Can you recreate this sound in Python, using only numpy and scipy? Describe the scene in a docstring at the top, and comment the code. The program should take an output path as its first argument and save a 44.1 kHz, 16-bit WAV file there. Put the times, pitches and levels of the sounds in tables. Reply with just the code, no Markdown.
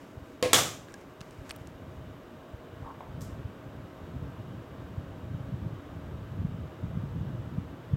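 """In a small hard-walled room, the fan of a wall air conditioner hums and blows throughout.
A switch is pressed and snaps over with a sharp clack, its impacts ringing the modes of its box.
As the flap opens, turbulent draught buffets the hissing microphone of a hand-held phone more and more.
Fingers rub and tick on the phone, something knocks and scrapes softly further off,
and the plastic housing gives one bright tick, followed at once by its ceiling reflection."""
import sys
import numpy as np
from scipy import signal
from scipy.fft import rfft, irfft, next_fast_len
from scipy.io import wavfile
from scipy.ndimage import uniform_filter1d

SR = 44100
rng = np.random.default_rng(int(sys.argv[2]) if len(sys.argv) > 2 else 0)


def dump(signal):
    """Clip the signal to [-1, 1] and save it as 16-bit WAV at the path in sys.argv[1]."""
    limited = np.clip(np.atleast_2d(signal).T, -1, 1)
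    pcm = np.round(limited * 32767).astype(np.int16)
    wavfile.write(sys.argv[1], SR, pcm)


N = 351036
TIME = np.arange(N) / SR


def undb(db):
    """Amplitude ratio of a level in decibels."""
    return 10 ** (np.asarray(db) / 20)


def unit(x):
    """Normalisation to rms 1."""
    return x / np.sqrt(np.mean(x ** 2))


def over_pitch(points, hz):
    """Interpolation of (Hz, value) points on a log-frequency axis."""
    f, value = np.transpose(points)
    return np.interp(np.log(np.maximum(hz, 1)), np.log(f), value)


def colour(x, points):
    """Minimum-phase filtering by (Hz, relative dB) points; white noise keeps its power."""
    size = 2 * next_fast_len(len(x) // 2 + 4096)
    gain = unit(undb(over_pitch(points, np.fft.rfftfreq(size, 1 / SR))))
    cepstrum = irfft(np.log(gain))
    # folding the cepstrum makes the filter causal
    cepstrum[1:size // 2] *= 2
    cepstrum[size // 2 + 1:] = 0
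    return irfft(rfft(x, size) * np.exp(rfft(cepstrum)))[:len(x)]


def noise(points):
    """Stationary noise with the given spectrum, rms 1."""
    return unit(colour(rng.standard_normal(N), points))


def resonant_noise(hz, width_hz):
    """Random excitation of one steep-sided resonance, rms 1."""
    size = next_fast_len(N)
    detuning = 2 * (np.fft.rfftfreq(size, 1 / SR) - hz) / width_hz
    spectrum = rfft(rng.standard_normal(size)) / (1 + detuning ** 2)
    return unit(irfft(spectrum, size)[:N])


def walk(per_s):
    """Random modulation: straight lines between random values, rms 1."""
    knots = rng.standard_normal(1024)
    return unit(np.interp(TIME * per_s, np.arange(len(knots)), knots))


def fade(t60):
    """Exponential damping by 60 dB in t60 seconds."""
    return np.exp(-np.log(1000) * TIME[:SR] / t60)


def swells(rows, attack_s, release_s):
    """Envelope of (start, length, dB) events: linear rise, hold, exponential decay."""
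    return sum(undb(db) * np.clip((TIME - s) / attack_s, 0, 1)
               * np.exp(-np.maximum(TIME - s - length, 0) / release_s) for s, length, db in rows)


def crack(t60):
    """Contact noise: a damped burst of unit energy."""
    burst = np.sign(rng.standard_normal(SR)) * fade(t60)
    return burst / np.linalg.norm(burst)


def add(track, s, sound):
    """Superposition of a sound on the track at s seconds."""
    start = max(int(s * SR), 0)
    track[start:start + len(sound)] += sound[:N - start]


def room(build_s):
    """Impulse response of a diffuse field: reflections build up, then decay, the bass most slowly."""
    # Each row: frequency in Hz, reverberation time in seconds.
    decay_times = [(80, 0.84), (250, 0.49), (600, 0.43), (3000, 0.41), (7000, 0.43), (11000, 0.36),
                   (16000, 0.39)]
    hz = np.fft.rfftfreq(SR, 1 / SR)
    spectrum = np.exp(2j * np.pi * rng.random(len(hz)))
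    edges = np.geomspace(40, SR / 2, 13)
    tail = np.zeros(SR)
    for lo, hi in zip(edges, edges[1:]):
        band = irfft(spectrum * ((hz >= lo) & (hz < hi)), SR)
        tail += band * fade(over_pitch(decay_times, np.sqrt(lo * hi)))
    tail *= np.minimum(TIME[:SR] / build_s, 1)
    return tail / np.linalg.norm(tail)


def in_room(x, wet_db):
    """Direct sound plus its reverberation, by convolution."""
    return x + undb(wet_db) * signal.fftconvolve(x, room(build_s=0.01))[:N]


def taps(rows, spectrum, t60, wet_db):
    """Impact excitation: short bursts and their reverberation, filtered by one object's spectrum."""
    out = np.zeros(N)
    for s, db in rows:
        add(out, s, undb(db) * (crack(t60) + undb(wet_db) * room(build_s=0.0056)))
    return colour(out, spectrum)


def fan():
    """Flow noise at the grille excites the duct's resonances; the blades add one thin tone."""
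    # The rush grows as the phone comes closer. Each row: time in seconds, level in dB.
    rush_levels = [(0, -50.5), (4, -48), (7.96, -48)]
    # Each row: frequency in Hz, relative spectral density in dB.
    rush_spectrum = [(30, -26), (70, -1), (130, -4), (270, 2), (400, -1.5), (620, -4.5), (780, -9),
                     (1150, -9), (1600, -14.5), (2200, -20.5), (3000, -23), (3700, -25.5), (4200, -31.5),
                     (8000, -40), (11000, -54.5)]
    # Each row: frequency in Hz, width in Hz, level in dB when the rush is loudest.
    duct_resonances = [(279, 33, -58), (633, 25, -68), (1175, 53, -75), (1556, 98, -71), (2875, 70, -76.5),
                       (3074, 41, -78.5), (3774, 39, -81), (6800, 42, -90.5), (7760, 70, -95.5)]
    flow_db = np.interp(TIME, *np.transpose(rush_levels))
    rush = noise(rush_spectrum) * undb(0.28 * walk(11))
    duct = sum(undb(db) * resonant_noise(hz, width) for hz, width, db in duct_resonances)
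    duct *= undb(0.5 * (flow_db - flow_db[-1]))
    blade_hz = 625 * (1 + 0.002 * walk(5))
    # the tone swells and sinks as the phone moves through its standing waves
    blades = undb(-63.5 + 1.812 * walk(3)) * unit(np.sin(2 * np.pi * np.cumsum(blade_hz) / SR))
    # the walls comb the rush into many fixed little peaks
    return unit(in_room(rush, wet_db=-8.5)) * undb(flow_db) + duct + blades


def stray_eddies(wind_db):
    """Vortices as random (s, peak dB, Hz) rows: stronger wind gives larger, quicker pressure swings."""
    per_s, reference_hz, reference_db, octaves_per_db = 14, 134.8, -36, 0.07
    time_scatter, level_scatter, pitch_scatter = rng.standard_normal((512, 3)).T
    times = (np.arange(512) + 0.5 * time_scatter) / per_s
    strength_db = np.interp(times, TIME, wind_db)
    peak_db = strength_db + 3 + 3 * level_scatter
    octaves = octaves_per_db * (strength_db - reference_db) + 0.25 * pitch_scatter
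    rows = zip(times, peak_db, reference_hz * 2 ** octaves)
    return [row for row in rows if 0 < row[0] < TIME[-1]]


def draught():
    """Turbulent pressure fluctuation: eddies roll over the microphone port in fluttering gusts."""
    # Each row: start in seconds, length in seconds, level in dB over the steady draught.
    gusts = [(1.36, 0.38, 7), (1.78, 0.29, 13), (2.63, 0.34, 6.5), (3.06, 0.42, 11.5), (3.62, .2, 6),
             (4.0, 0.48, 12), (4.5, 0.61, 7.5), (5.2, .54, 12.5), (5.91, 0.34, 8.5), (6.28, 0.34, 13.5),
             (6.8, 0.25, 12), (7.11, 0.54, 8), (7.9, 0.037, 17)]
    # Each row: time in seconds, peak level in dB, pitch in Hz.
    strongest_eddies = [(.177, -33, 99.6), (0.226, -36, 89), (1.214, -34, 132), (1.393, -34, 80),
                        (1.416, -35, 95), (1.615, -34, 101), (2.543, -31, 87.6), (2.827, -29, 99.5),
                        (3.146, -32.5, 110), (3.222, -29.5, 104), (3.454, -27.5, 90), (4.168, -27, 101),
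                        (4.982, -23, 107), (5.347, -26, 109), (5.543, -25, 146.5), (6.451, -19.5, 137),
                        (6.548, -26, 118), (6.853, -26, 105), (6.974, -22.5, 152), (7.039, -26, 168),
                        (7.213, -25, 140), (7.35, -26.5, 112.5), (7.585, -18, 145), (7.9376, -17.5, 125.6)]
    start_db, rise_db_per_s, flutter_db = -63.5, 2, 3
    # Each row: frequency in Hz, relative spectral density in dB.
    eddy_spectrum = [(20, -38), (40, -15.5), (65, -2.5), (95, 2.5), (135, 1), (190, -5), (260, -14),
                     (400, -27), (900, -62), (4000, -96.5)]
    eddies = noise(eddy_spectrum)
    eddies /= np.sqrt(uniform_filter1d(eddies ** 2, size=2000))  # evens out the short-term level
    gusting = np.hypot(1, swells(gusts, attack_s=0.03, release_s=0.068))
    # the draught grows steadily as the phone nears the opening flap
    wind_db = start_db + rise_db_per_s * TIME + 20 * np.log10(gusting)
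    out = eddies * undb(wind_db + flutter_db * walk(30))
    # a single eddy is one short swing of pressure under a Gaussian envelope
    half_s, width_cycles = 0.03, 0.57
    for s, db, hz in strongest_eddies + stray_eddies(wind_db):
        cycles = hz * np.arange(-half_s, half_s, 1 / SR)
        swing = np.cos(2 * np.pi * cycles) * np.exp(-(cycles / width_cycles) ** 2)
        add(out, s - half_s, undb(db) * swing)
    return out


def fingers():
    """Structure-borne sound: rubs and ticks of skin reach the microphone through the hollow shell."""
    # The hand shifts its grip. Each row: start in seconds, length in seconds, level in dB.
    rubs = [(-.03, 0.036, -62), (.23, 0.093, -68), (.87, 0.13, -64), (1.2, 0.21, -65.5), (1.44, 0.061, -61),
            (1.88, 0.048, -70)]
    # Each row: start in seconds, peak level in dB, brightest pitch in Hz, shell ring in dB.
    ticks = [(0.885, -42, 3500, -49), (.9215, -50, 9000, -68), (0.9408, -34, 6060, -38.5),
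             (1.207, -36, 4540, -66), (1.213, -35.5, 4200, -52), (1.309, -45, 6500, -68),
             (1.4936, -37, 7200, -43), (1.5002, -30, 4770, -53), (1.508, -25, 2880, -55),
             (1.515, -37, 9000, -60), (1.562, -39.5, 14000, -65), (1.672, -40, 7000, -51)]
    # Each row of both spectra: frequency in Hz, relative level in dB.
    rub_spectrum = [(600, -7), (2300, 2), (3300, -12.5), (5000, -8.5), (7000, -9), (10000, -17.5),
                    (16000, -23.5)]
    tick_spectrum = [(300, -6), (1200, 5), (2800, -2), (6500, -9.5), (8800, -5.5), (10000, -12),
                     (16000, -14)]
    out = noise(rub_spectrum) * swells(rubs, attack_s=0.026, release_s=0.12) * undb(1.5 * walk(70))
    shell_hz = 1640
    shell = np.sin(2 * np.pi * shell_hz * TIME[:SR]) * fade(t60=0.035)
    for s, db, hz, ring_db in ticks:
        # the quicker the slip, the higher its brightest pitch
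        slip_spectrum = [(hz / 10, -15), (hz / 2, -10), (hz, 0), (hz * 2, -13), (hz * 10, -26)]
        slip = colour(crack(t60=0.012)[:4096], slip_spectrum)
        tick = colour(slip, tick_spectrum)
        add(out, s, undb(db) * tick / np.abs(tick).max())
        add(out, s, undb(ring_db) * shell)
    return out


def microphone_hiss():
    """Self-noise of the microphone: a faint, stationary floor."""
    # Each row: frequency in Hz, relative spectral density in dB.
    spectrum = [(200, 19.5), (8600, -0.5), (9600, -6.5), (11000, 0), (13500, 1), (16000, 0.5)]
    return undb(-65.5) * noise(spectrum)


def switch():
    """Impacts ring a box's modes: a dull press, the hard snap, its rebounds and quick ceiling echo."""
    # Each row: start in seconds, crack gain in dB, ring gain in dB, hardness from 0 to 1,
    # reverberation in dB relative to the crack.
    arrivals = [(0.4265, 1, -18, 0, 0.5), (.4584, -21.5, -22, 0, -3.5), (0.5318, 10.5, -22, 0.88, 3),
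                (0.5333, 7.5, -28.5, 1, -6), (.5445, 0.5, -43.5, 1, 0.5), (0.5866, 2.5, -49, 0.66, -3)]
    # Each row: frequency in Hz, relative level in dB, 60 dB decay time in seconds.
    box_modes = [(325.4, -15, .2), (502.7, 1.5, 0.14), (1075.5, -12.5, 0.15), (1074, -11.5, 0.15),
                 (1243, -16, 0.11), (1664, -9.5, 0.18), (3320, -10, 0.23), (3481, -14.5, .28),
                 (3770, -19, .22), (4650, -20, .25), (6440, -16.5, .38), (6100, -11, .22), (6670, -18, .25),
                 (8060, -14.5, .25), (8302, -20, .2)]
    # Each row of both spectra: frequency in Hz, relative level in dB.
    press_spectrum = [(50, -19.5), (100, 1.5), (200, -4), (320, 1), (480, -1.5), (650, 5.5), (800, -5),
                      (1100, -6.5), (1450, -12.5), (2200, -3.5), (3500, -9), (6200, -14.5), (9000, -17.5),
                      (15000, -31)]
    snap_spectrum = [(50, -20.5), (110, 0.5), (330, 1), (700, 4), (950, -2), (1150, 7), (1450, 0.5),
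                     (2600, -2.5), (3400, 4.5), (4300, -4.5), (6500, 1), (8300, -1), (9500, -7.5),
                     (14000, -11), (16000, -16.5)]
    soft_t60_s, hard_t60_s = 0.027, 0.019
    cracks, rings = np.zeros(N), np.zeros(N)
    for s, crack_db, ring_db, hardness, room_db in arrivals:
        softness = 1 - hardness
        contact = crack(soft_t60_s * softness + hard_t60_s * hardness)
        contact += undb(room_db) * room(build_s=0.011)
        clack = hardness * colour(contact, snap_spectrum) + softness * colour(contact, press_spectrum)
        add(cracks, s, undb(crack_db) * clack)
        # a soft contact leaves the high modes nearly still
        corner_hz = 700 + 7000 * hardness
        for hz, db, t60 in box_modes:
            amplitude = undb(ring_db + db) / np.hypot(1, (hz / corner_hz) ** 2)
            add(rings, s, amplitude * np.sin(2 * np.pi * hz * TIME[:SR]) * fade(t60))
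    return cracks + in_room(rings, wet_db=-13)


def knocks():
    """Soft impacts further off put little energy into the treble."""
    # Each row: start in seconds, strength in dB.
    impacts = [(2.83, -23), (3.0056, -13.5)]
    # Each row: frequency in Hz, relative level in dB.
    spectrum = [(250, -14), (600, -4), (880, 0), (1020, -1), (1170, -19), (2000, -20), (5000, -52)]
    return taps(impacts, spectrum, t60=0.039, wet_db=-2.5)


def scrape():
    """Sliding friction drives one resonance in a brief rasp between the knocks."""
    # Each row: start in seconds, length in seconds, level in dB.
    slides = [(2.843, 0.065, -46.5)]
    rasp = resonant_noise(hz=995, width_hz=310) * swells(slides, attack_s=0.0064, release_s=0.015)
    return in_room(rasp, wet_db=-6)


def housing():
    """Early reflection: the plastic housing gives one bright tick, which the ceiling returns at once."""
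    # Each row: start in seconds, strength in dB.
    arrivals = [(3.2085, -27.5), (3.217, -24.5)]
    # Each row: frequency in Hz, relative level in dB.
    spectrum = [(1500, -2), (3300, -12), (4300, -5), (5800, -1), (8700, -4), (9600, -10), (12500, -8),
                (16000, -16)]
    return taps(arrivals, spectrum, t60=0.028, wet_db=1.5)


def scene():
    """Superposition of all sources at the phone, in one channel."""
    air = fan() + draught()
    return (air + fingers() + microphone_hiss() + switch() + knocks() + scrape() + housing())[None]


def record(dry):
    """Band limiting and saturation: the phone sheds deep rumble, rounds peaks and cuts the top."""
    highpass = signal.butter(2, 35, "high", fs=SR, output="sos")
    lowpass = signal.ellip(10, 0.1, 80, 15850, fs=SR, output="sos")
    rounded = np.tanh(signal.sosfilt(highpass, dry))
    return signal.sosfilt(lowpass, rounded)


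dry = scene()
out = record(dry)
dump(out)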